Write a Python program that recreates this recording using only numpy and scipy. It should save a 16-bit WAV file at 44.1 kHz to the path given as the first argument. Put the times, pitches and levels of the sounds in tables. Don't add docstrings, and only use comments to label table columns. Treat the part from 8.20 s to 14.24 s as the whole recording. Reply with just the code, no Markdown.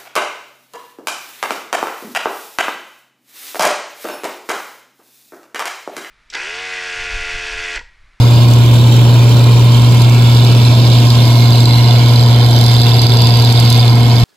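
import sys
import numpy as np
from scipy import signal
from scipy.io import wavfile
from scipy.ndimage import uniform_filter1d, minimum_filter1d

SR = 44100
rng = np.random.default_rng(int(sys.argv[2]) if len(sys.argv) > 2 else 0)


def decibels_to_gain(level_db):
    exponent = np.asarray(level_db, float) / 20
    return 10 ** exponent


def transcribe(signal):
    frames = np.atleast_2d(signal).T
    limited = np.clip(frames, -1, 1)
    pcm = np.round(limited * 32767).astype(np.int16)
    wavfile.write(sys.argv[1], SR, pcm)


N = 266364
LAG_S = .0005


def evened(x):
    return x / np.sqrt(np.mean(x ** 2) + 1e-20)


def curves(rows):
    s, *columns = np.transpose(rows)
    return [np.interp(np.arange(N) / SR, s, c) for c in columns]


def read(points, hz):
    f, *columns = np.transpose(points)
    return np.array([np.interp(np.log(hz + 1), np.log(f), c) for c in columns])


def turned(s):
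    # start_s, end_s
    turn_s = [1.2, 4.8]
    return np.clip((s - turn_s[0]) / (turn_s[1] - turn_s[0]), 0, 1)


def bay_facing():
    # time_s, share (0-1)
    openness = [(0, 0), (1.5, 0), (2.5, 0.46), (3.1, 0.59), (3.7, 0.51), (4.1, 0.53), (4.36, 0.58),
                (4.45, 0.89), (4.8, 0.77), (5.55, 0.84), (5.75, 0.41), (6.04, 0.62)]
    return curves(openness)[0]


def exhaust(turns):
    multiples = [1 / 3, 2 / 3, 4 / 3, 3, 4, 5, 6, 7, 8]
    signs = [1, 1, 1, 1, -1, 1, -1, 1, 1]
    # before_turn_db, after_turn_db
    orders_db = [(-44, -42), (-33, -28), (-38, -29), (-35, -38), (-34, -25), (-35, -44), (-37, -24),
                 (-50, -40), (-35, -36)]
    turn = turned(np.arange(N) / SR)
    angle = 2 * np.pi * (turns + np.array([[1], [-1]]) * 0.013)
    second_phase = 2.33 - 2.4 * turn
    out = np.cos(angle) + decibels_to_gain(-18.5 + turn) * np.cos(2 * angle + second_phase)
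    for k, (before_db, after_db), sign in zip(multiples, orders_db, signs):
        size = (1 - turn) * decibels_to_gain(before_db) + sign * turn * decibels_to_gain(after_db)
        out += size * np.cos(k * angle + 2 * np.pi * rng.random())
    drone_db = -5.5 - 1.6 * turn
    return np.sqrt(2) * decibels_to_gain(drone_db) * out


def wash(spectrum, patchy_db, ridge_db, flicker_db):
    # frequency_hz, coherence (0-1)
    coherence = [(25, .97), (125, .99), (250, .97), (500, .94), (1000, .85), (2000, .8), (4000, .75),
                 (8000, .58), (15000, .45)]
    # frequency_hz, phase_rad
    port_lead = [(0, 0), (1380, 0.5), (2240, 5.6), (3100, 6.9), (3620, 12.0), (4740, 13.2), (6460, 18.9),
                 (7670, 25.3), (8270, 31.2), (9820, 34.6), (10900, 35.6), (12600, 43.1), (13400, 43.9),
                 (15700, 54.2)]
    frames, hz = N // 256 + 5, np.fft.rfftfreq(1024, 1 / SR)
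    a, b, c, d, patches, ridges = rng.standard_normal((frames, 513, 6)).T
    patches = uniform_filter1d(uniform_filter1d(patches, size=14, axis=0), size=10, axis=1)
    ridges = uniform_filter1d(uniform_filter1d(ridges, size=3, axis=0), size=120, axis=1)
    flicker = uniform_filter1d(rng.standard_normal(frames), size=6)
    same = np.clip(read(coherence, hz)[0], 0, 1)[:, None]
    late = np.exp(-1j * np.interp(hz, *np.transpose(port_lead)))[:, None]
    left = a + 1j * b
    right = same * late * left + np.sqrt(1 - same ** 2) * (c + 1j * d)
    turn = turned(np.arange(frames) * 256 / SR)
    colour_db = read(spectrum, hz)[:, :, None]
    colour_db = (1 - turn) * colour_db[:2] + turn * colour_db[2:]
    change_db = patchy_db * evened(patches) + ridge_db * evened(ridges) + flicker_db * evened(flicker)
    z = np.array([left, right]) * decibels_to_gain(colour_db + change_db)
    return evened(signal.istft(z, nperseg=1024, noverlap=768)[1][:, :N])


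def threshing_roar():
    # frequency_hz, header_left_db, header_right_db, engine_left_db, engine_right_db
    roar_spectrum = [(25, -23, -23, -23, -23), (45, -16, -16, -16, -16), (68.6, 2, 3, 1, 1),
                     (162, -5, 5.5, -7.5, 1.5), (308, -1.5, -1.5, -6, -3.5), (447, -8.0, -9.5, -8, -10),
                     (564, -10, -6.5, -11.5, -11.5), (725, -13.5, -8.5, -8, -5),
                     (820, -18.5, -11.5, -14, -14), (940, -5.5, -11, -5.5, -5.5),
                     (1100, -17.5, -5.5, -16, -8), (1140, -34, -16.0, -43, -24),
                     (1250, -14.5, -24, -17, -20.5), (1810, -18.5, -17, -19.5, -15)]
    spectrum = list(roar_spectrum) + [(2390, -55, -60, -64, -60)]
    return decibels_to_gain(-18) * wash(spectrum, patchy_db=0.35, ridge_db=1.0, flicker_db=0.0)


def straw_hiss(turns):
    # frequency_hz, header_left_db, header_right_db, engine_left_db, engine_right_db
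    hiss_spectrum = [(1985, -4.5, -20, -10.5, -9), (2110, -8, -3, -14, -5), (2710, -7, -3, -9, -13),
                     (3390, -1, 4.5, -19, -2), (4630, -7.5, -9, -9, -8.5), (5670, -6.5, -7, -13, -12),
                     (5700, -42.5, -16.5, -37, -16), (7080, -6, -10, -15.5, -22),
                     (7860, -41.5, -12.5, -30, -21.5), (8900, -12, -22.5, -22, -26.5),
                     (10500, -26, -16.5, -24, -23.5), (12800, -27, -17.5, -25.5, -19),
                     (14100, -30, -15.5, -35, -26), (16300, -24, -20, -43, -31)]
    spectrum = [(1370, -31, -30, -19, -40)] + list(hiss_spectrum) + [(16000, -78, -91, -96, -84)]
    hiss = wash(spectrum, patchy_db=1.5, ridge_db=2.5, flicker_db=0.6)
    throb = 1 + 0.028 * np.cos(2 * np.pi * (turns - .5))
    level_db = -26 + 8 * bay_facing()
    return decibels_to_gain(level_db) * throb * hiss


def ports(near, stray, share):
    share = np.clip(share, 0, 1)
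    right = share * np.roll(near, round(LAG_S * SR)) + np.sqrt(1 - share ** 2) * stray
    return np.array([near, right])


def blows(turns, column, delay, spread_db, mood_db):
    # knock_db, tick_db
    cylinder_db = [(-3, -8), (-3, 0), (-3, -9), (-7, -12), (0, 0), (-8, -12)]
    path_delay = .1 * turned(np.arange(N) / SR)
    firing = np.floor(turns - delay - path_delay).astype(int)
    at = np.flatnonzero(np.diff(firing)) + 1
    luck, cylinder = rng.standard_normal((len(at), 3)), firing[at] % 6
    size_db = np.array(cylinder_db)[cylinder, column] + spread_db * luck[:, 0]
    size_db += mood_db * evened(uniform_filter1d(luck[:, 1], size=9))
    jitter = np.round(1.5 * luck[:, 2]).astype(int)
    return at + jitter, cylinder, evened(decibels_to_gain(size_db))


def hard(column, lift_db):
    # start_s, tick_db, knock_db
    hard_knocks = [(0.2826, -31, -23), (1.2407, -29, -24), (1.6192, -25, -20), (1.818, -22.5, -16),
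                   (2.2463, -29, -22), (2.8507, -30, -22), (2.902, -23, -11), (2.9507, -30, -14),
                   (3.4036, -26, -7.5), (3.455, -21, -8), (3.958, -26, -14), (4.061, -32, -21),
                   (4.31, -24, -10), (4.4107, -19, -9), (4.4623, -17, -9), (4.616, -22, -5),
                   (4.7924, -26, -11), (4.8162, -24, -15), (4.8667, -20, -8), (4.9701, -19, -17),
                   (5.0183, -21, -13), (5.0696, -20, -11), (5.1703, -22, -26), (5.221, -22, -17),
                   (5.247, -16, -11), (5.3238, -10.5, -9), (5.399, -16, -19), (5.501, -11, -6),
                   (5.5256, -12.5, -7), (5.679, -26, -15)]
    rows = np.array(hard_knocks)
    at = (rows[:, 0] * SR).astype(int)
    return at, np.zeros(len(rows), int), decibels_to_gain(rows[:, column] + lift_db)


def burst(at, cylinder, size, rise_s, fall_s, habit, share):
    step = np.arange(400)
    noise = habit * rng.standard_normal((2, 6, len(step)))[:, cylinder]
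    fresh = rng.standard_normal((len(at), 2, len(step))).transpose(1, 0, 2)
    noise += np.sqrt(1 - habit ** 2) * fresh
    envelope = (1 - np.exp(-step / SR / rise_s)) * np.exp(-step / SR / fall_s)
    puffs = noise * size[:, None] * envelope
    place = np.clip(at[:, None] + step, 0, N).ravel()
    near, stray = (np.bincount(place, p.ravel(), N + 1)[:N] for p in puffs)
    return ports(near, np.roll(stray, round(LAG_S * SR)), share)


def ring(x, hz, width):
    r = np.exp(-np.pi * width / SR)
    return signal.lfilter([1, 0, -1], [1, -2 * r * np.cos(2 * np.pi * hz / SR), r ** 2], x)


def knock(turns):
    # frequency_hz, width_hz, left_db, right_db
    mode_groups = [
        [(3500, 130, -8, -2), (3670, 110, -6, 0), (3270, 130, -15, -9), (7600, 220, -25, -16)],
        [(4020, 110, -3, 0), (4180, 130, -5, -2), (7520, 200, -26, -17)],
        [(4680, 200, -4, 1), (4930, 240, -7, -3), (12400, 600, -30, -18)],
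    ]
    # hidden_db, gained_facing_db
    group_db = [(-38, 10.5), (-41, 11.5), (-43, 20)]
    hard_share_db = [-3, 3, 3]
    out, facing = np.zeros((2, N)), bay_facing()
    levels_db = [hidden_db + gained_db * facing for hidden_db, gained_db in group_db]
    flare = np.exp(-((np.arange(N) / SR - 3.55) / 0.35) ** 2)
    levels_db[1] = levels_db[1] + 8 * flare
    loudest_db = np.max(levels_db, 0)
    for modes, level_db, share_db in zip(mode_groups, levels_db, hard_share_db):
        at, cylinder, size = blows(turns, column=0, delay=.33, spread_db=3.2, mood_db=.8)
        size = size * decibels_to_gain(level_db[at.clip(0, N - 1)])
        drive = burst(at, cylinder, size, rise_s=.0001, fall_s=.0008, habit=.8, share=.93)
        at, cylinder, size = hard(column=2, lift_db=-11.0)
        size = size * decibels_to_gain(share_db + level_db[at] - loudest_db[at])
        drive += burst(at, cylinder, size, rise_s=.00015, fall_s=.0008, habit=0, share=.93)
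        for k, (hz, width, *port_db) in enumerate(modes):
            gain = (-1) ** k * decibels_to_gain(port_db)[:, None]
            out += gain * ring(drive, hz, width) * np.sqrt(width / SR) * decibels_to_gain(23.5)
    return out


def coloured(x, spectrum):
    log_gain = np.log(decibels_to_gain(read(spectrum, abs(np.fft.fftfreq(2048, 1 / SR)))))
    taps = np.fft.ifft(np.exp(np.conj(signal.hilbert(log_gain)))).real[:, :1024]
    return signal.oaconvolve(x, taps, axes=1)[:, :N]


def valves(turns):
    # frequency_hz, left_db, right_db
    tick_spectrum = [(2000, -30, -30), (3500, -12, -12), (5300, -5, -5), (6600, -8, -6), (7550, -6, -1),
                     (8100, -11, -12), (8900, -8, -9), (10400, -11, -11), (11100, -9, -7), (11700, -10, -9),
                     (12400, -12, -2), (14000, -19, -13), (15600, -20, -17), (16000, -40, -40)]
    at, cylinder, size = blows(turns, column=1, delay=.36, spread_db=3, mood_db=.8)
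    level_db = -17 + 2 * bay_facing()
    size = size * decibels_to_gain(level_db[at.clip(0, N - 1)])
    ticks = burst(at, cylinder, size, rise_s=.00006, fall_s=.0016, habit=.5, share=.75)
    heavy = hard(column=1, lift_db=16.5)
    ticks += burst(*heavy, rise_s=.00006, fall_s=.0016, habit=0, share=.75)
    return coloured(ticks, tick_spectrum)


def bay(x):
    s = np.arange(SR // 20) / SR
    tail = rng.standard_normal((2, len(s))) * np.exp(-s / .009)
    tail /= np.linalg.norm(tail[0])
    return x + decibels_to_gain(-7) * signal.oaconvolve(x, tail, axes=1)[:, :N]


def scene():
    # time_s, rate_hz
    firing_rate = [(0.0, 119.014), (0.55, 118.838), (1.1, 119.236), (1.65, 119.522), (2.2, 119.465),
                   (2.75, 119.278), (3.29, 118.801), (3.84, 119.572), (4.39, 118.8), (4.94, 118.416),
                   (5.49, 118.627), (6.04, 118.745)]
    turns = .387 + np.cumsum(curves(firing_rate)[0]) / SR
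    air = threshing_roar() + straw_hiss(turns)
    return exhaust(turns) + air + bay(knock(turns) + valves(turns))


def top_cut(x):
    return signal.sosfilt(signal.butter(12, 16090, fs=SR, output="sos"), x)


def record(dry):
    over_db = 20 * np.log10(np.maximum(abs(dry).max(0) * decibels_to_gain(0.5), 1))
    fall_db = np.arange(N) * 235. / SR
    held_db = np.maximum(np.maximum.accumulate(over_db + fall_db) - fall_db, 0)
    held_db = uniform_filter1d(-minimum_filter1d(-held_db, size=90), size=60)
    ducked = dry * decibels_to_gain(.7 - .97 * held_db)
    low_cut = signal.butter(2, 35, "high", fs=SR, output="sos")
    mix = np.clip(signal.sosfiltfilt(low_cut, ducked), -1, 1)
    return top_cut(mix)


dry = scene()
out = record(dry)
transcribe(out)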